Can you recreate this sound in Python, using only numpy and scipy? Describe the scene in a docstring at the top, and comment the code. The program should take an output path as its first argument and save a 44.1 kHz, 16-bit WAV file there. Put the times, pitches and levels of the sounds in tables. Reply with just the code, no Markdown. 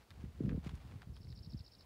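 """Forest edge above a stony slope, one microphone, the soft hiss of the valley far behind.
Wind buffets the microphone with rumble and short thumps, hardest around half a second in.
Close by, gravel crunches and single stones tick and ring briefly, probably underfoot.
From just after one second a small bird trills: ten evenly spaced syllables, each a run of
four quick rising whistles, with faint echoes off the slope and the trees."""
import sys
import numpy as np
from scipy import signal
from scipy.fft import rfft, irfft, next_fast_len
from scipy.io import wavfile
from scipy.ndimage import uniform_filter1d

SR = 44100
rng = np.random.default_rng(int(sys.argv[2]) if len(sys.argv) > 2 else 0)


def put_to_file(sound):
    """Save the sound as 16-bit audio at rate SR, in the file named by the first command-line argument."""
    columns = np.atleast_2d(sound).T  # one column per channel
    safe = np.clip(columns, -1, 1)
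    whole_steps = np.round(safe * 32767)
    wavfile.write(sys.argv[1], SR, whole_steps.astype(np.int16))


N = 81585
TIME = np.arange(N) / SR
CUTOFF_HZ = 15700


def from_db(db):
    return 10 ** (np.asarray(db) / 20)


def rms_one(x):
    return x / np.sqrt(np.mean(x ** 2) + 1e-20)


def level_curve(rows):
    """Join (time_s, level_db) points by straight lines."""
    return np.interp(TIME, *np.transpose(rows))


def coloured(noise, spectrum):
    """Shape a noise to a spectrum that falls away beyond both ends; rms 1."""
    hz, db = np.transpose(spectrum)
    size = next_fast_len(N)
    f = np.maximum(np.fft.rfftfreq(size, 1 / SR), 1)
    gain = from_db(np.interp(np.log(f), np.log(hz), db))
    skirts = np.minimum(np.minimum(f / hz[0], hz[-1] / f), 1) ** 2
    return rms_one(irfft(rfft(noise, size) * gain * skirts, size)[:N])


def dying_noise(t60):
    """Noise that falls by 60 dB in t60 seconds."""
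    t = TIME[:int(t60 * SR)]
    return rng.standard_normal(len(t)) * np.exp(-np.log(1000) * t / t60)


# Spectrum of the distant valley air: frequency_hz, gain_db
VALLEY_SPECTRUM = [(60, -3.5), (250, 0), (450, 0.5), (750, -4.5), (1100, -8.5), (2000, -13), (3000, -13.5),
                   (4500, -13.5), (6000, -18.5), (9000, -20.5), (10000, -19.5), (11500, -23), (15500, -22)]


def valley(level_db=-70.5):
    """Far off, the air of the valley makes a smooth, steady hiss."""
    return from_db(level_db) * coloured(rng.standard_normal(N), VALLEY_SPECTRUM)


def turbulence(spectrum, smooth_s=0.018, evenness=0.52):
    """Noise with its chance swells partly evened out, so that the gusts set most of its level."""
    noise = coloured(rng.standard_normal(N), spectrum)
    window = np.hanning(int(2 * smooth_s * SR))
    power = np.maximum(signal.fftconvolve(noise ** 2, window / window.sum(), "same"), 1e-6)
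    return rms_one(noise / power ** (evenness / 2))


# Rumble at the microphone as the gusts come and go: time_s, level_db
GUSTS = [(0, -64), (.08, -78), (.11, -59), (.15, -60), (.25, -48), (.32, -58.5), (.37, -53.5), (.43, -41.5),
         (.55, -41.5), (.6, -53.5), (.65, -52), (.74, -51), (.8, -57), (.96, -51.5), (1.04, -61),
         (1.1, -51.5), (1.17, -56), (1.33, -54.5), (1.6, -55.5), (1.68, -66), (1.75, -69), (1.79, -60.5),
         (1.85, -69)]
# Spectrum of the deep rumble: frequency_hz, gain_db
RUMBLE_SPECTRUM = [(22, -24), (35, -16), (50, 1), (70, 2.5), (100, -7.5), (140, -6), (200, -16.5),
                   (300, -26.5), (500, -52)]
# Spectrum of the flutter above it: frequency_hz, gain_db
FLUTTER_SPECTRUM = [(110, -28), (170, 1.5), (250, -2.5), (350, -6.5), (480, -10), (650, -23.5), (1000, -40)]


def wind():
    """Wind rumbles on the microphone; harder wind adds a higher flutter."""
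    rumble_db = level_curve(GUSTS)
    flutter_db = -65 + 1.68 * (rumble_db + 51.5)   # gains 1.68 dB per dB of rumble
    rumble = from_db(rumble_db) * turbulence(RUMBLE_SPECTRUM)
    flutter = from_db(flutter_db) * turbulence(FLUTTER_SPECTRUM)
    return rumble + flutter


# Eddies that strike the microphone: start_s, peak_db, start_pitch_hz
EDDIES = [(0.114, -53.5, 112), (0.173, -49.5, 202), (.192, -49.5, 222.9), (.237, -38.5, 327),
          (0.273, -46, 170), (0.4038, -29.5, 638), (0.4338, -35.5, 510), (.446, -28, 320),
          (0.463, -33, 473), (0.4761, -32.5, 416), (.503, -35, 296), (.5215, -33, 540), (.5425, -31.5, 434),
          (.575, -33, 570), (0.591, -41, 110), (.662, -34.5, 433), (.718, -41.5, 247), (0.733, -37.5, 180),
          (.849, -45.5, 222), (.936, -48.5, 286), (.953, -43, 198), (.968, -44, 130), (1.07, -45.5, 205.4),
          (1.09, -46.5, 238), (1.12, -48, 126), (1.202, -44.5, 204), (1.226, -53.5, 180),
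          (1.25, -46.5, 246), (1.275, -46, 205), (1.298, -42.5, 241.1), (1.318, -41, 137),
          (1.376, -45, 245), (1.406, -44, 148), (1.47, -42.5, 252), (1.53, -43, 310), (1.5436, -34.5, 251),
          (1.602, -44, 131), (1.771, -57.5, 260)]


def wind_thumps(rise_s=0.0033, decay_s=0.013, roughness=0.19):
    """Each eddy is a short thump on the microphone whose swings slow down as it passes."""
    out, t = np.zeros(N + SR), TIME[:SR // 10]
    period_growth = 0.453   # seconds of period gained per second: the pitch falls quickly
    envelope = (1 - np.exp(-(t / rise_s) ** 2)) * np.exp(-t / decay_s)
    envelope /= envelope.max()
    for start_s, peak_db, start_hz in EDDIES:
        cycles = np.log(1 + period_growth * start_hz * t) / period_growth
        swing = np.sin(2 * np.pi * (cycles + rng.random()))
        overtone = np.sin(2 * np.pi * (np.sqrt(2) * cycles + rng.random()))
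        i = int(start_s * SR)
        out[i:i + len(t)] += from_db(peak_db) * envelope * (swing + roughness * overtone)
    return out[:N]


# Gravel shifting close to the microphone: time_s, level_db
CRUNCH_LEVELS = [(0, -69.5), (.03, -68), (.05, -86), (.1, -76), (.14, -71.5), (.22, -68.5), (.3, -76),
                 (.42, -69), (.55, -72.5), (.615, -74), (.645, -61), (.672, -58), (.685, -65.5), (.7, -62),
                 (.73, -72), (.76, -64.5), (.79, -70.5), (.88, -67), (.93, -69), (1.02, -73.5), (1.07, -79),
                 (1.13, -95), (1.165, -74), (1.21, -98), (1.6, -89), (1.85, -76)]
# Spectrum of the crunch: frequency_hz, gain_db
CRUNCH_SPECTRUM = [(300, -19), (700, 5), (1300, 1), (2000, -1.5), (3000, -5.5), (4200, -7.5), (5800, -14),
                   (9000, -21), (15000, -31)]


def gravel_crunch(grains_per_s=1800, spread_db=4, sand_gain=0.65):
    """Dense tiny grains and sliding sand crunch as the gravel shifts."""
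    sizes = from_db(spread_db * np.minimum(rng.exponential(1, N), 4))
    signs = rng.choice([-1, 1], N)
    hits = rng.random(N) < grains_per_s / SR
    grains = rms_one(sizes * signs * hits)
    sand = sand_gain * rng.standard_normal(N)
    return from_db(level_curve(CRUNCH_LEVELS)) * coloured(grains + sand, CRUNCH_SPECTRUM)


def ring(contact, hz, t60):
    """One damped mode: a unit click sets a sine of height 1 ringing."""
    radius = np.exp(-np.log(1000) / (t60 * SR))
    angle = 2 * np.pi * hz / SR
    return signal.lfilter([0, np.sin(angle)], [1, -2 * radius * np.cos(angle), radius ** 2], contact)


# Lower modes of a typical stone: pitch_hz, gain_db, t60_s
BODY_MODES = [(1177, -6.5, 0.0081), (1880, -4, 0.0074), (2460, -4, 0.0037)]
# Upper modes that give it a bright snap: pitch_hz, gain_db, t60_s
BRIGHT_MODES = [(3800, -3.5, 0.0044), (4740, -5.5, 0.0031), (7500, -14, 0.0018), (11500, -15, 0.002)]
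# Single stones knocking close by: start_s, level_db, snap_db, pitch_ratio (to the typical stone)
STONE_HITS = [(.1055, -49.5, 5.5, 0.94), (.1125, -49.5, -1, 0.95), (0.248, -53.5, -18, 1.1),
              (.4590, -53.5, -6, 1.06), (.4930, -37.5, -8.5, 0.97), (.5112, -46, -25, 0.95),
              (0.518, -45, -16, 0.67), (0.53, -50, -7, 0.87), (0.6482, -56.5, 9.5, 0.73),
              (.6695, -46.5, -9, 1.14), (0.672, -49, 7.5, 0.66), (0.693, -44, 1.5, 0.89),
              (0.6975, -54, -5, 0.57), (.7528, -60, 1.5, 2.34), (0.755, -60, 2, 2), (.803, -60, -8, 1.2),
              (.855, -54, -10, 0.5), (0.912, -53, -3, 0.93), (0.921, -47, -18, 0.92),
              (1.0183, -49.5, -6, 1.24), (1.0201, -44.5, -5, 0.93), (1.030, -44.5, -9, 0.75),
              (1.1660, -56, 9.5, 0.83), (1.169, -53, -11, 0.64), (1.271, -60, 2.5, 1.13),
              (1.326, -56.5, 4.5, 1), (1.600, -60, 3, 0.76), (1.81, -57, 5, 0.99)]


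def stone_ticks(settle_db=-23, settle_t60_s=0.033, pitch_spread=0.04):
    """One sharp contact and a little settling grit set each stone ringing very briefly."""
    out = np.zeros(N + SR)
    for start_s, level_db, snap_db, pitch_ratio in STONE_HITS:
        contact = from_db(settle_db) * dying_noise(settle_t60_s)
        contact[0] = 1   # the knock itself
        snap_modes = [(hz, gain_db + snap_db, t60) for hz, gain_db, t60 in BRIGHT_MODES]
        i = int(start_s * SR)
        for k, (hz, gain_db, t60) in enumerate(BODY_MODES + snap_modes):
            detune = np.exp(pitch_spread * rng.standard_normal())
            mode = ring(contact, min(pitch_ratio * hz * detune, CUTOFF_HZ), t60)
            out[i:i + len(contact)] += (-1) ** k * from_db(level_db + gain_db) * mode
    return out[:N]


def echoes(sound, t60):
    """Many small reflections, about as strong in sum as the sound itself."""
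    tail = dying_noise(t60)
    return signal.fftconvolve(sound, tail / np.linalg.norm(tail))[:N]


def whistle(ms, start_ms, middle_ms, end_ms, low_hz, high_hz, peak_db, soft_db):
    """A pure tone slides up an S-curve, loudest just past mid-sweep; no two are quite alike."""
    sweep_ms, fade_ms, swell_ms, swell_lag_ms = 1.6, 1.8, 2.6, 0.5
    offset_db, detune, delay_ms = rng.normal(0, [1, 0.007, 0.14])
    ms = ms - delay_ms
    waver = 0.0048 * rms_one(uniform_filter1d(rng.standard_normal(len(ms)), size=40))
    sweep_hz = low_hz + (high_hz - low_hz) / (1 + np.exp((middle_ms - ms) / sweep_ms))
    pitch_hz = sweep_hz * (1 + waver + detune)
    gate = np.clip(np.minimum(ms - start_ms, end_ms - ms) / fade_ms + 0.5, 0, 1)
    swell = np.exp(-0.5 * ((ms - middle_ms - swell_lag_ms) / swell_ms) ** 2)
    level_db = soft_db + (peak_db - soft_db) * swell + offset_db
    envelope = from_db(level_db) * np.sin(np.pi / 2 * gate) ** 2
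    return envelope * np.sin(2 * np.pi * np.cumsum(pitch_hz) / SR)


# The four whistles of a full-strength syllable, as they reach the microphone:
# start_ms, middle_ms (of the sweep), end_ms, low_hz, high_hz, peak_db, soft_db (away from the peak)
SYLLABLE_WHISTLES = [(3.53, 2.4, 10, 4400, 5500, -66, -66), (10.5, 14.3, 20.6, 4350, 5620, -59, -68),
                     (20.1, 28.5, 35, 3830, 5600, -56, -69), (33.6, 43.7, 49.0, 3680, 5450, -58, -70)]
# Strength of each syllable in turn: gain_db
SYLLABLE_GAINS = [-8, -5.5, -3, -.5, 0, 0, -.5, 0, -1.5, -1.5]


def bird_trill(start_s=1.1315, period_s=0.0721):
    """At the forest edge a bird repeats one syllable, louder after the first few; slope and trees echo."""
    ms = 1000 * TIME[:int(period_s * SR)]
    song = np.zeros(N + SR)
    for k, gain_db in enumerate(SYLLABLE_GAINS):
        syllable = sum(whistle(ms, *row) for row in SYLLABLE_WHISTLES)
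        i = int((start_s + k * period_s) * SR)
        song[i:i + len(ms)] += from_db(gain_db) * syllable
    song = song[:N]
    slope_echo = from_db(-14) * echoes(song, t60=0.05)
    forest_echo = from_db(-11) * echoes(song, t60=0.16)
    return song + slope_echo + forest_echo


def scene():
    """Valley, wind, nearby gravel and bird meet at one microphone."""
    return (valley() + wind() + wind_thumps() + gravel_crunch() + stone_ticks() + bird_trill())[None]


def record(dry):
    """A steep low-pass cuts the highest treble."""
    return signal.sosfilt(signal.ellip(12, 0.1, 70, CUTOFF_HZ, fs=SR, output="sos"), dry)


dry = scene()
out = record(dry)
put_to_file(out)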